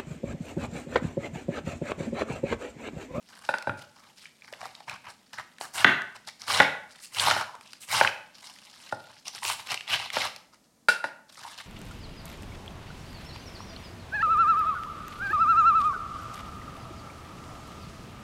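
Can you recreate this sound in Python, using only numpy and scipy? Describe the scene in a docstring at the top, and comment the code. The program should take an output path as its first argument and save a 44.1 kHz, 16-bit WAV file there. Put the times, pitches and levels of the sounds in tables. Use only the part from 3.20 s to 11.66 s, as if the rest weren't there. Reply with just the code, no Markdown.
"""A head of crisp lettuce is stripped of a leaf and sliced on a wooden board in a slightly echoing kitchen.
Gloved hands stir the leaves, the knife is laid down and ribs snap as the leaf tears off: each rib is a noise
burst through a resonance. Then strokes crunch through the head as dense random clicks in many bands, the knife
knocks on the board as decaying modes, and short drags stick and slip over the wood.
At the end the steel rings as the knife clatters down, and the gloves gather the pieces."""
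import sys
import numpy as np
from scipy import signal
from scipy.io import wavfile
from scipy.ndimage import uniform_filter1d, minimum_filter1d

SR = 44100
rng = np.random.default_rng(int(sys.argv[2]) if len(sys.argv) > 2 else 0)


def transcribe(u):
    """Save the signal u as a 16-bit wav file named by the first command-line argument.

    u: samples, shape (n,) or (channels, n), limited to [-1, 1]; the rate is SR.
    q: integer samples, one column per channel.
    """
    v = np.clip(np.atleast_2d(u).T, -1, 1)
    q = np.round(v * 32767).astype(np.int16)
    wavfile.write(sys.argv[1], SR, q)


N = 373086
TIME = np.arange(N) / SR  # s

# bank of band-pass filters, each with its centre frequency in Hz
EDGES = np.geomspace(28, 17000, 24)
BANDS = [(np.sqrt(low * high), signal.butter(2, [low, high], "band", fs=SR, output="sos"))
         for low, high in zip(EDGES, EDGES[1:])]

# spectrum of rubbed leaves, cracking ribs and a chattering blade: (f/Hz, relative level/dB)
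RUSTLE_SPECTRUM = [(700, -3), (1600, 1.5), (2600, 3.5), (5000, 3.5), (7000, -8), (10000, -1),
                   (12500, -26.5), (16000, -25)]
# spectrum of the hollow body of the head: (f/Hz, relative level/dB)
BODY_SPECTRUM = [(45, -23.5), (65, -25), (95, -4.5), (170, -17), (380, -24.5), (620, -8), (950, 0.5),
                 (1500, -0.5), (2500, -6), (4500, -21)]


def from_db(db):
    """Amplitude ratio: 20 dB is a factor of ten."""
    return 10 ** (np.asarray(db) / 20)


def rms_one(x):
    """Normalise the mean power: scale to unit rms."""
    return x / np.sqrt(np.mean(x ** 2) + 1e-20)


def peak_one(x):
    """Normalise the greatest amplitude: scale to unit peak."""
    return x / np.max(np.abs(x))


def at_hz(points, hz):
    """Interpolation of a spectrum on a logarithmic frequency axis."""
    hzs, values = np.transpose(points)
    return np.interp(np.log(hz), np.log(hzs), values)


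def add(out, s, sound):
    """Superposition: mix a sound in at time s."""
    start = max(round(s * SR), 0)
    out[start:start + len(sound)] += sound[:N - start]


def wander(step_s):
    """Random modulation: a course of spread about 1 between fresh values at every step."""
    knots = np.arange(0, TIME[-1], max(step_s, 1e-3))
    values = np.clip(rng.standard_normal(N // 40)[:len(knots)], -2, 2)
    return np.interp(TIME, knots, values)


def effort(start, length, attack_s, release_s, power=1):
    """Envelope of one move of the hand: force builds up, holds and decays exponentially."""
    t = TIME - start
    build_up = np.clip(t / max(attack_s, 1e-3), 0, 1) ** power
    return build_up * np.exp(-np.clip((t - length) / release_s, 0, 20))


def burst(t60):
    """Exponential decay of noise: two unrelated bursts that fall 60 dB in t60 seconds."""
    t = TIME[:SR // 4]
    return rng.standard_normal((2, len(t))) * from_db(-60 * t / t60)


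def colour(spectrum, sources):
    """Spectral shaping: two unrelated signals, dealt in turn to neighbouring bands, form one sound."""
    lowest, highest = spectrum[0][0] / 2, spectrum[-1][0] * 2
    return sum(from_db(at_hz(spectrum, hz)) * signal.sosfilt(sos, sources[k % 2] + 1e-18)
               for k, (hz, sos) in enumerate(BANDS) if lowest < hz < highest)


def resonance(x, hz, width_hz):
    """Damped resonance: a pole pair whose radius sets the bandwidth."""
    r = np.exp(-np.pi * width_hz / SR)
    return signal.lfilter([1 - r, 0, r - 1], [1, -2 * r * np.cos(2 * np.pi * hz / SR), r * r], x)


def ring(modes, detune):
    """Modal decay in alternating sign; place and grip shift pitch and strength from blow to blow."""
    t = TIME[:SR // 2]
    chance = rng.standard_normal((len(modes), 2))
    out = np.zeros(len(t))
    for k, ((hz, db, t60), (louder_db, higher)) in enumerate(zip(modes, chance)):
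        decay = from_db(db + louder_db - 60 * t / t60)
        out += (-1) ** k * decay * np.sin(2 * np.pi * hz * (1 + detune * higher) * t)
    return out


def quiet_air():
    """Stationary noise: the room's quiet air is a steady coloured hiss and hum."""
    # spectrum of the quiet room: (f/Hz, relative level/dB)
    air_spectrum = [(15, -47), (25, -12), (64, -25.5), (97, -23.5), (206, -10), (427, -24.5), (531, -20),
                    (840, -25.5), (2840, -35), (4610, -31.5), (7110, -31), (9840, -34), (16000, -46.5)]
    return from_db(-65) * rms_one(colour(air_spectrum, rng.standard_normal((2, N))))


def fractures(per_s, spread_db, clump_db, clump_s):
    """Random impulses: cell walls burst unevenly, in clumps as one leaf after another gives way."""
    sizes = from_db(spread_db * np.minimum(rng.exponential(1, N), 4))
    clicks = (rng.random(N) < per_s / SR) * sizes * from_db(clump_db * wander(clump_s))
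    # the hand keeps up a steady pressure: even out the level over 50 ms
    clicks /= np.sqrt(uniform_filter1d(clicks ** 2, size=SR // 20).clip(1e-6))
    return clicks * rng.choice([-1, 1], (2, N))


def leaves(spectrum, clicks, patchy_db, patch_s):
    """Impulse excitation of bands: fractures ring in flaps of leaf, each with a colour of its own; rms 1."""
    out = np.zeros(N)
    for k, (hz, sos) in enumerate(BANDS):
        if spectrum[0][0] < hz < spectrum[-1][0]:
            flap = from_db(at_hz(spectrum, hz) + patchy_db * wander(patch_s))
            out += flap * signal.sosfilt(sos, clicks[k % 2] + 1e-18)
    return rms_one(out)


def snap(pop_db, hz, crack_db, t60=0.012, width_share=0.18):
    """Brittle fracture: a rib breaks with a sharp crack and a short resonant pop, pitched by its size."""
    tear = burst(t60)
    pop = resonance(tear[0], hz, width_share * hz)
    around_pitch = signal.butter(2, [hz / 2, min(2 * hz, SR / 3)], "band", fs=SR, output="sos")
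    pop = signal.sosfilt(around_pitch, pop)
    crack = colour(RUSTLE_SPECTRUM, tear)
    return from_db(pop_db) * peak_one(pop) + from_db(crack_db) * peak_one(crack)


def thin_ribs(count=8, per_s=16, low_hz=1440, high_hz=5000, over_rustle_db=10, crack_db=-14.5):
    """Random impulse train convolved with a snap: ribs of several sizes break at chance moments."""
    breaks = rng.random((count, N)) < per_s / count / SR
    out = np.zeros(N)
    for moments, hz in zip(breaks, np.geomspace(low_hz, high_hz, count)):
        out += signal.oaconvolve(1.0 * moments, snap(0, hz, crack_db))[:N]
    return from_db(over_rustle_db) * out


def handling(attack_s=0.017, release_s=0.011, hold_until_s=7.15, hold_rustle_db=-67):
    """Friction and bending: gloves rub a thinner crackle from the leaves, and thin ribs give way."""
    # gloves grip, peel, turn and gather, and near 3.06 s and 3.19 s the blade brushes the outer leaves: (start
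    # t/s, length t/s, rustle level/dB, hollow body level/dB)
    touches = [(0.071, 0.24, -58, -55), (0.236, 0.014, -50, -51), (0.57, 0.057, -51.5, -60),
               (0.746, 0.16, -64.5, -57.5), (0.958, .11, -56, -78), (1.218, 0.4, -62.5, -57.5),
               (1.317, 0.015, -68, -48), (1.395, 0.083, -54, -46), (1.669, 0.081, -53, -39),
               (1.836, 0.053, -62, -45), (1.878, 0.031, -49.5, -44.5), (2.123, .03, -49.5, -45),
               (2.173, 0.029, -47, -35), (2.946, 0.015, -48, -40), (3.064, 0.024, -41, -42.5),
               (3.192, 0.084, -48, -48.5), (3.686, .12, -57, -63.5), (4.408, 0.15, -59, -62.5),
               (5.136, 0.61, -56.5, -59.5), (5.218, 0.087, -54, -59.5), (5.581, 0.13, -58.5, -62),
               (5.778, 0.22, -62, -64), (5.891, 0.012, -69, -49), (6.047, 0.05, -42.5, -51),
               (6.123, 0.065, -45.5, -49), (7.318, 0.028, -59.5, -55.5), (7.428, 0.026, -65.5, -75.5),
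               (8.08, 0.44, -54.5, -59), (8.165, 0.17, -54, -51.5), (8.367, 0.039, -46, -47.5)]
    # even a resting hand stirs the leaves faintly
    rustle = from_db(hold_rustle_db) * effort(0, hold_until_s, attack_s, release_s)
    body = np.zeros(N)
    for start, length, rustle_db, body_db in touches:
        grip = effort(start, length, attack_s, release_s)
        rustle += grip * from_db(rustle_db)
        body += grip * from_db(body_db)
    clicks = fractures(per_s=2200, spread_db=2.8, clump_db=3.0, clump_s=0.007)
    rubbing = leaves(RUSTLE_SPECTRUM, clicks, patchy_db=4.0, patch_s=0.012)
    hollow = leaves(BODY_SPECTRUM, clicks[::-1], patchy_db=4.0, patch_s=0.0099)
    # thin ribs snap louder the harder the gloves rustle
    return rustle * (rubbing + thin_ribs()) + body * hollow


def knocks():
    """Impact excitation of modes: wood knocks, the edge bites and the counter thumps; steel rings apart."""
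    # knife against board: (t/s, wood level/dB, contact sharpness f/Hz, bite of the edge level/dB,
    # ring of the steel level/dB, thump of the counter level/dB)
    blows = [(0.2894, -8.5, 2080, -44.5, -25.5, -44), (0.3395, -14, 2020, -23.5, -29.5, -55),
             (0.4716, -14, 636, -50, -36, -30), (0.4940, -16.5, 1800, -25.5, -49, -24.5),
             (2.6451, -3, 4200, 8.5, -52.5, -22), (3.4015, 3.5, 1372, 6.5, -43, -25),
             (4.083, -21, 1200, -45, -62, -51.5), (4.1120, -14.5, 1520, -28.5, -48.5, -36),
             (4.164, -17, 900, -38.5, -56, -72.5), (4.8107, -5, 1224, -8, -59.5, -36),
             (5.7245, -16.5, 790, -32, -48, -34.5), (6.9670, -14.5, 802, -15, -54, -38),
             (7.685, -7, 2200, -10, -8, -52), (7.8408, -14.5, 1500, -19.5, -26.5, -49)]
    # modes of the board with the knife on it: (f/Hz, relative level/dB, t60/s)
    wood_modes = [(210, -28.5, 0.069), (352, -23.5, 0.016), (540, -17, 0.064), (613, -13, 0.04),
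                  (877, -7, 0.039), (1033, -12.5, 0.017), (1455, 2.5, 0.03), (1508, 2.5, 0.0069),
                  (1799, -19, 0.08), (2390, -16.5, 0.032), (2680, -15.5, 0.032), (3710, -16, 0.029)]
    # modes of the steel blade: (f/Hz, relative level/dB, t60/s)
    steel_modes = [(457, -12.5, 0.14), (887, -11, .1), (1493, 0, 0.18), (1453, 6.5, 0.12),
                   (1694, -6, 0.091), (1765, -6, 0.081), (2370, -7.5, 0.1), (2720, -11.5, 0.18),
                   (3920, -7, 0.097), (4800, -11.5, 0.13), (4970, -23.5, 0.086), (8300, -11, 0.024),
                   (9850, -20, 0.25), (11400, -37, 0.14)]
    # modes of the counter under the board: (f/Hz, relative level/dB, t60/s)
    counter_modes = [(101, -3, 0.064), (117, -2.5, 0.067), (165, -15, 0.062), (210, 4.5, 0.0083)]
    # spectrum of the edge biting into the wood: (f/Hz, relative level/dB)
    bite_spectrum = [(200, -15), (700, -13), (1150, -8.5), (1550, 7), (1900, -1.5), (2900, -9), (3900, -25),
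                     (7000, -36), (15000, -49.5)]
    wood, steel = np.zeros(N), np.zeros(N)
    for s, wood_db, contact_hz, bite_db, steel_db, thump_db in blows:
        # a soft touch leaves the high modes still
        contact = signal.butter(2, min(contact_hz, SR / 4), fs=SR, output="sos")
        knock = signal.sosfilt(contact, ring(wood_modes, detune=0.02))
        bite = colour(bite_spectrum, burst(t60=0.023))
        thump = ring(counter_modes, detune=0.015)
        chatter = colour(RUSTLE_SPECTRUM, burst(t60=0.22))  # a loose blade chatters as it lands
        add(wood, s, from_db(wood_db) * peak_one(knock))
        add(wood, s, from_db(bite_db) * peak_one(bite))
        add(wood, s, from_db(thump_db) * peak_one(thump))
        add(steel, s, from_db(steel_db - 9.5) * peak_one(chatter))
        add(steel, s, from_db(steel_db) * peak_one(ring(steel_modes, detune=0.005)))
    return wood, steel


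def snaps():
    """Successive brittle fractures: the thick ribs break one by one."""
    # thick ribs: (t/s, pop level/dB, pitch f/Hz, crack level/dB)
    rib_breaks = [(0.384, -32, 1450, -26), (0.424, -39.5, 950, -29), (1.056, -31.5, 2340, -56),
                  (1.221, -38, 2470, -58), (1.245, -39, 2220, -50), (1.278, -37, 1700, -50),
                  (1.326, -34, 624, -34.5), (1.336, -28.5, 2300, -48), (1.408, -37.5, 740, -39),
                  (1.429, -32.5, 740, -40), (1.455, -28.5, 730, -31), (1.551, -30.5, 3600, -60),
                  (1.604, -37, 840, -41), (1.696, -23, 2480, -27.5), (2.132, -42, 882, -33),
                  (2.185, -27, 1970, -55), (2.196, -45, 2200, -39), (2.384, -36.5, 1990, -37.5),
                  (2.411, -23.5, 717, -24), (2.819, -23.5, 1690, -34), (3.074, -35, 4800, -30),
                  (3.218, -25.5, 5300, -40), (3.28, -26, 1410, -22), (3.947, -32, 3120, -25),
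                  (3.985, -17, 3140, -23), (3.997, -8.5, 3240, -33), (4.072, -11, 886, -34),
                  (4.082, -10, 910, -37), (4.11, -10, 1540, -23), (4.211, -22.5, 1210, -24),
                  (4.352, -34, 902, -38), (4.41, -42, 894, -37.5), (4.532, -44, 4030, -30.5),
                  (4.848, -8.5, 1496, -32), (4.874, -10.5, 2450, -42), (6.07, -36, 864, -33),
                  (6.081, -21.5, 5730, -27.5), (6.149, -33, 4870, -29.5), (6.231, -24, 2110, -28),
                  (6.25, -27, 2433, -17), (6.299, -18.5, 1005, -20), (6.471, -40, 2940, -28),
                  (6.518, -24, 965, -19), (6.543, -21.5, 2170, -17.5), (6.575, -22, 2690, -40),
                  (6.608, -25, 2440, -39), (6.678, -24, 2880, -42), (6.902, -21.5, 2190, -30.5),
                  (7.162, -43, 1392, -25.5)]
    out = np.zeros(N)
    for s, pop_db, hz, crack_db in rib_breaks:
        add(out, s, snap(pop_db, hz, crack_db))
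    return out


def slicing(release_s=0.017, pressure_power=1.59, fizz_rise_share=0.69,
            fizz_sink_db_per_s=26.5, body_growth_db_per_s=21.5):
    """Dense fracture noise: juicy cells fizz, ribs crackle, and the head sounds hollower as the blade sinks."""
    # pushes of the blade: (start t/s, length t/s, time to full pressure t/s, crackle of the ribs level/dB,
    # fizz of juicy cells level/dB before it sinks, hollow body level/dB before it grows)
    strokes = [(2.395, 0.059, 0.017, -47.5, -44.5, -43), (2.527, 0.04, 0.039, -34.5, -35.5, -33),
               (2.572, 0.06, 0.011, -34.5, -45, -32), (3.794, 0.057, 0.061, -49, -45.5, -70),
               (4.596, 0.04, 0.028, -48, -44, -53.5), (3.266, 0.15, 0.031, -26, -37, -28),
               (3.909, 0.2, 0.14, -24, -33, -27.5), (4.107, 0.11, .01, -38, -45.5, -32),
               (4.67, 0.13, 0.073, -25, -33, -28.5), (4.817, 0.059, 0.013, -33.5, -45.5, -31.5),
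               (6.204, 0.12, 0.086, -30.5, -33.5, -36.5), (6.377, 0.021, 0.024, -37.5, -48, -43),
               (6.442, 0.089, 0.077, -30.5, -47.5, -34.5), (6.662, 0.09, 0.061, -24.5, -45.5, -29.5),
               (6.785, 0.078, 0.013, -37.5, -60, -40), (6.914, 0.15, 0.03, -30.5, -43.5, -34)]
    # spectrum of crackling ribs: (f/Hz, relative level/dB)
    crackle_spectrum = [(400, -24.5), (900, -0.5), (1800, 12.5), (3000, 13), (4800, 6), (7000, -22.5),
                        (10000, -7.5), (12500, -29), (16000, -34.5)]
    # spectrum of bursting juicy cells: (f/Hz, relative level/dB)
    fizz_spectrum = [(4000, -2.5), (6000, -2), (8000, 7), (10200, -5), (12500, -7.5), (16000, -17)]
    crackle, fizz, body = np.zeros((3, N))
    for start, length, rise_s, crackle_db, fizz_db, body_db in strokes:
        # the deeper the blade, the duller and hollower the cut
        sunk_s = np.clip(TIME - start, 0, length)
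        pressure = effort(start, length, rise_s, release_s, pressure_power)
        # the juicy outer leaves burst before the pressure is full
        entry = effort(start, length, fizz_rise_share * rise_s, release_s, pressure_power)
        crackle += pressure * from_db(crackle_db)
        fizz += entry * from_db(fizz_db - fizz_sink_db_per_s * sunk_s)
        body += pressure * from_db(body_db + body_growth_db_per_s * sunk_s)
    clicks = fractures(per_s=3000, spread_db=2.0, clump_db=1.0, clump_s=0.0035)
    ribs = leaves(crackle_spectrum, clicks, patchy_db=3.0, patch_s=0.012)
    juice = leaves(fizz_spectrum, clicks, patchy_db=4.5, patch_s=0.018)
    hollow = leaves(BODY_SPECTRUM, clicks[::-1], patchy_db=3.0, patch_s=0.014)
    return crackle * ribs + fizz * juice + body * hollow


def drags(board_hz=940, width_hz=190, attack_s=0.01, release_s=0.021):
    """Stick-slip friction: slips of the blade or cut head on the wood stir one resonance of the board."""
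    # moves over the board: (start t/s, length t/s, level/dB)
    scrapes = [(4.239, 0.12, -48.5), (5.213, 0.084, -58.5), (6.217, 0.1, -39.5), (6.375, 0.017, -44),
               (8.228, 0.049, -46)]
    pressure = sum(from_db(db) * effort(start, length, attack_s, release_s) for start, length, db in scrapes)
    slips = fractures(per_s=640, spread_db=5.0, clump_db=8.0, clump_s=0.028)[0]
    board = resonance(resonance(slips, board_hz, width_hz), board_hz, 3 * width_hz)
    return pressure * rms_one(board)


def kitchen(x, first_echo_s=0.0027, build_s=0.0067):
    """Reverberation by convolution: wall echoes thicken quickly, then each band decays at its own rate."""
    # reverberation time: (f/Hz, t60/s)
    decay_times = [(80, 0.57), (250, 0.37), (600, 0.52), (1500, 0.5), (4000, 0.4), (10000, 0.48)]
    # how strongly the walls answer: (f/Hz, level/dB)
    echo_levels = [(90, -6), (300, -4.5), (700, -8.5), (1600, -9.5), (3000, -6.5), (6000, -8),
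                   (12000, -9.5)]
    t, response = TIME[:SR], np.zeros(SR)
    white = rng.standard_normal((2, SR))
    swell = 1 - np.exp(-np.maximum(t - first_echo_s, 0) / build_s)
    for k, (hz, sos) in enumerate(BANDS):
        shape = swell * from_db(-60 * t / at_hz(decay_times, hz))
        echoes = signal.sosfilt(sos, white[k % 2]) * shape / np.linalg.norm(shape)
        response += from_db(at_hz(echo_levels, hz)) * echoes
    return signal.fftconvolve(x, response)[:N]


def scene():
    """Superposition of direct and reflected sound: lettuce and knife close by, echo and quiet air."""
    air = quiet_air()
    lettuce = handling() + snaps() + slicing() + drags()
    wood, steel = knocks()
    walls = wood + from_db(-2.0) * lettuce + from_db(-5.0) * steel
    return (lettuce + wood + steel + kitchen(walls) + air)[None]


def record(dry, low_cut_hz=55, ceiling_db=0.06, release_db_per_s=350, cutoff_hz=16000):
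    """Band limiting and peak limiting: deep bass is shed, a fast limiter holds peaks, the top is cut."""
    heard = signal.sosfilt(signal.butter(2, low_cut_hz, "high", fs=SR, output="sos"), dry)
    over_db = np.maximum(20 * np.log10(np.abs(heard[0]) + 1e-9) - ceiling_db, 0)
    # hold each peak's excess and let it go at a steady rate
    recovery_db = release_db_per_s * TIME
    held_db = np.maximum.accumulate(over_db + recovery_db) - recovery_db
    # the gain starts to fall just ahead of each peak
    gain_db = uniform_filter1d(minimum_filter1d(-held_db, size=33), size=33)
    top_cut = signal.ellip(10, 0.1, 80, cutoff_hz, fs=SR, output="sos")
    return signal.sosfilt(top_cut, heard * from_db(gain_db))


dry = scene()
out = record(dry)
transcribe(out)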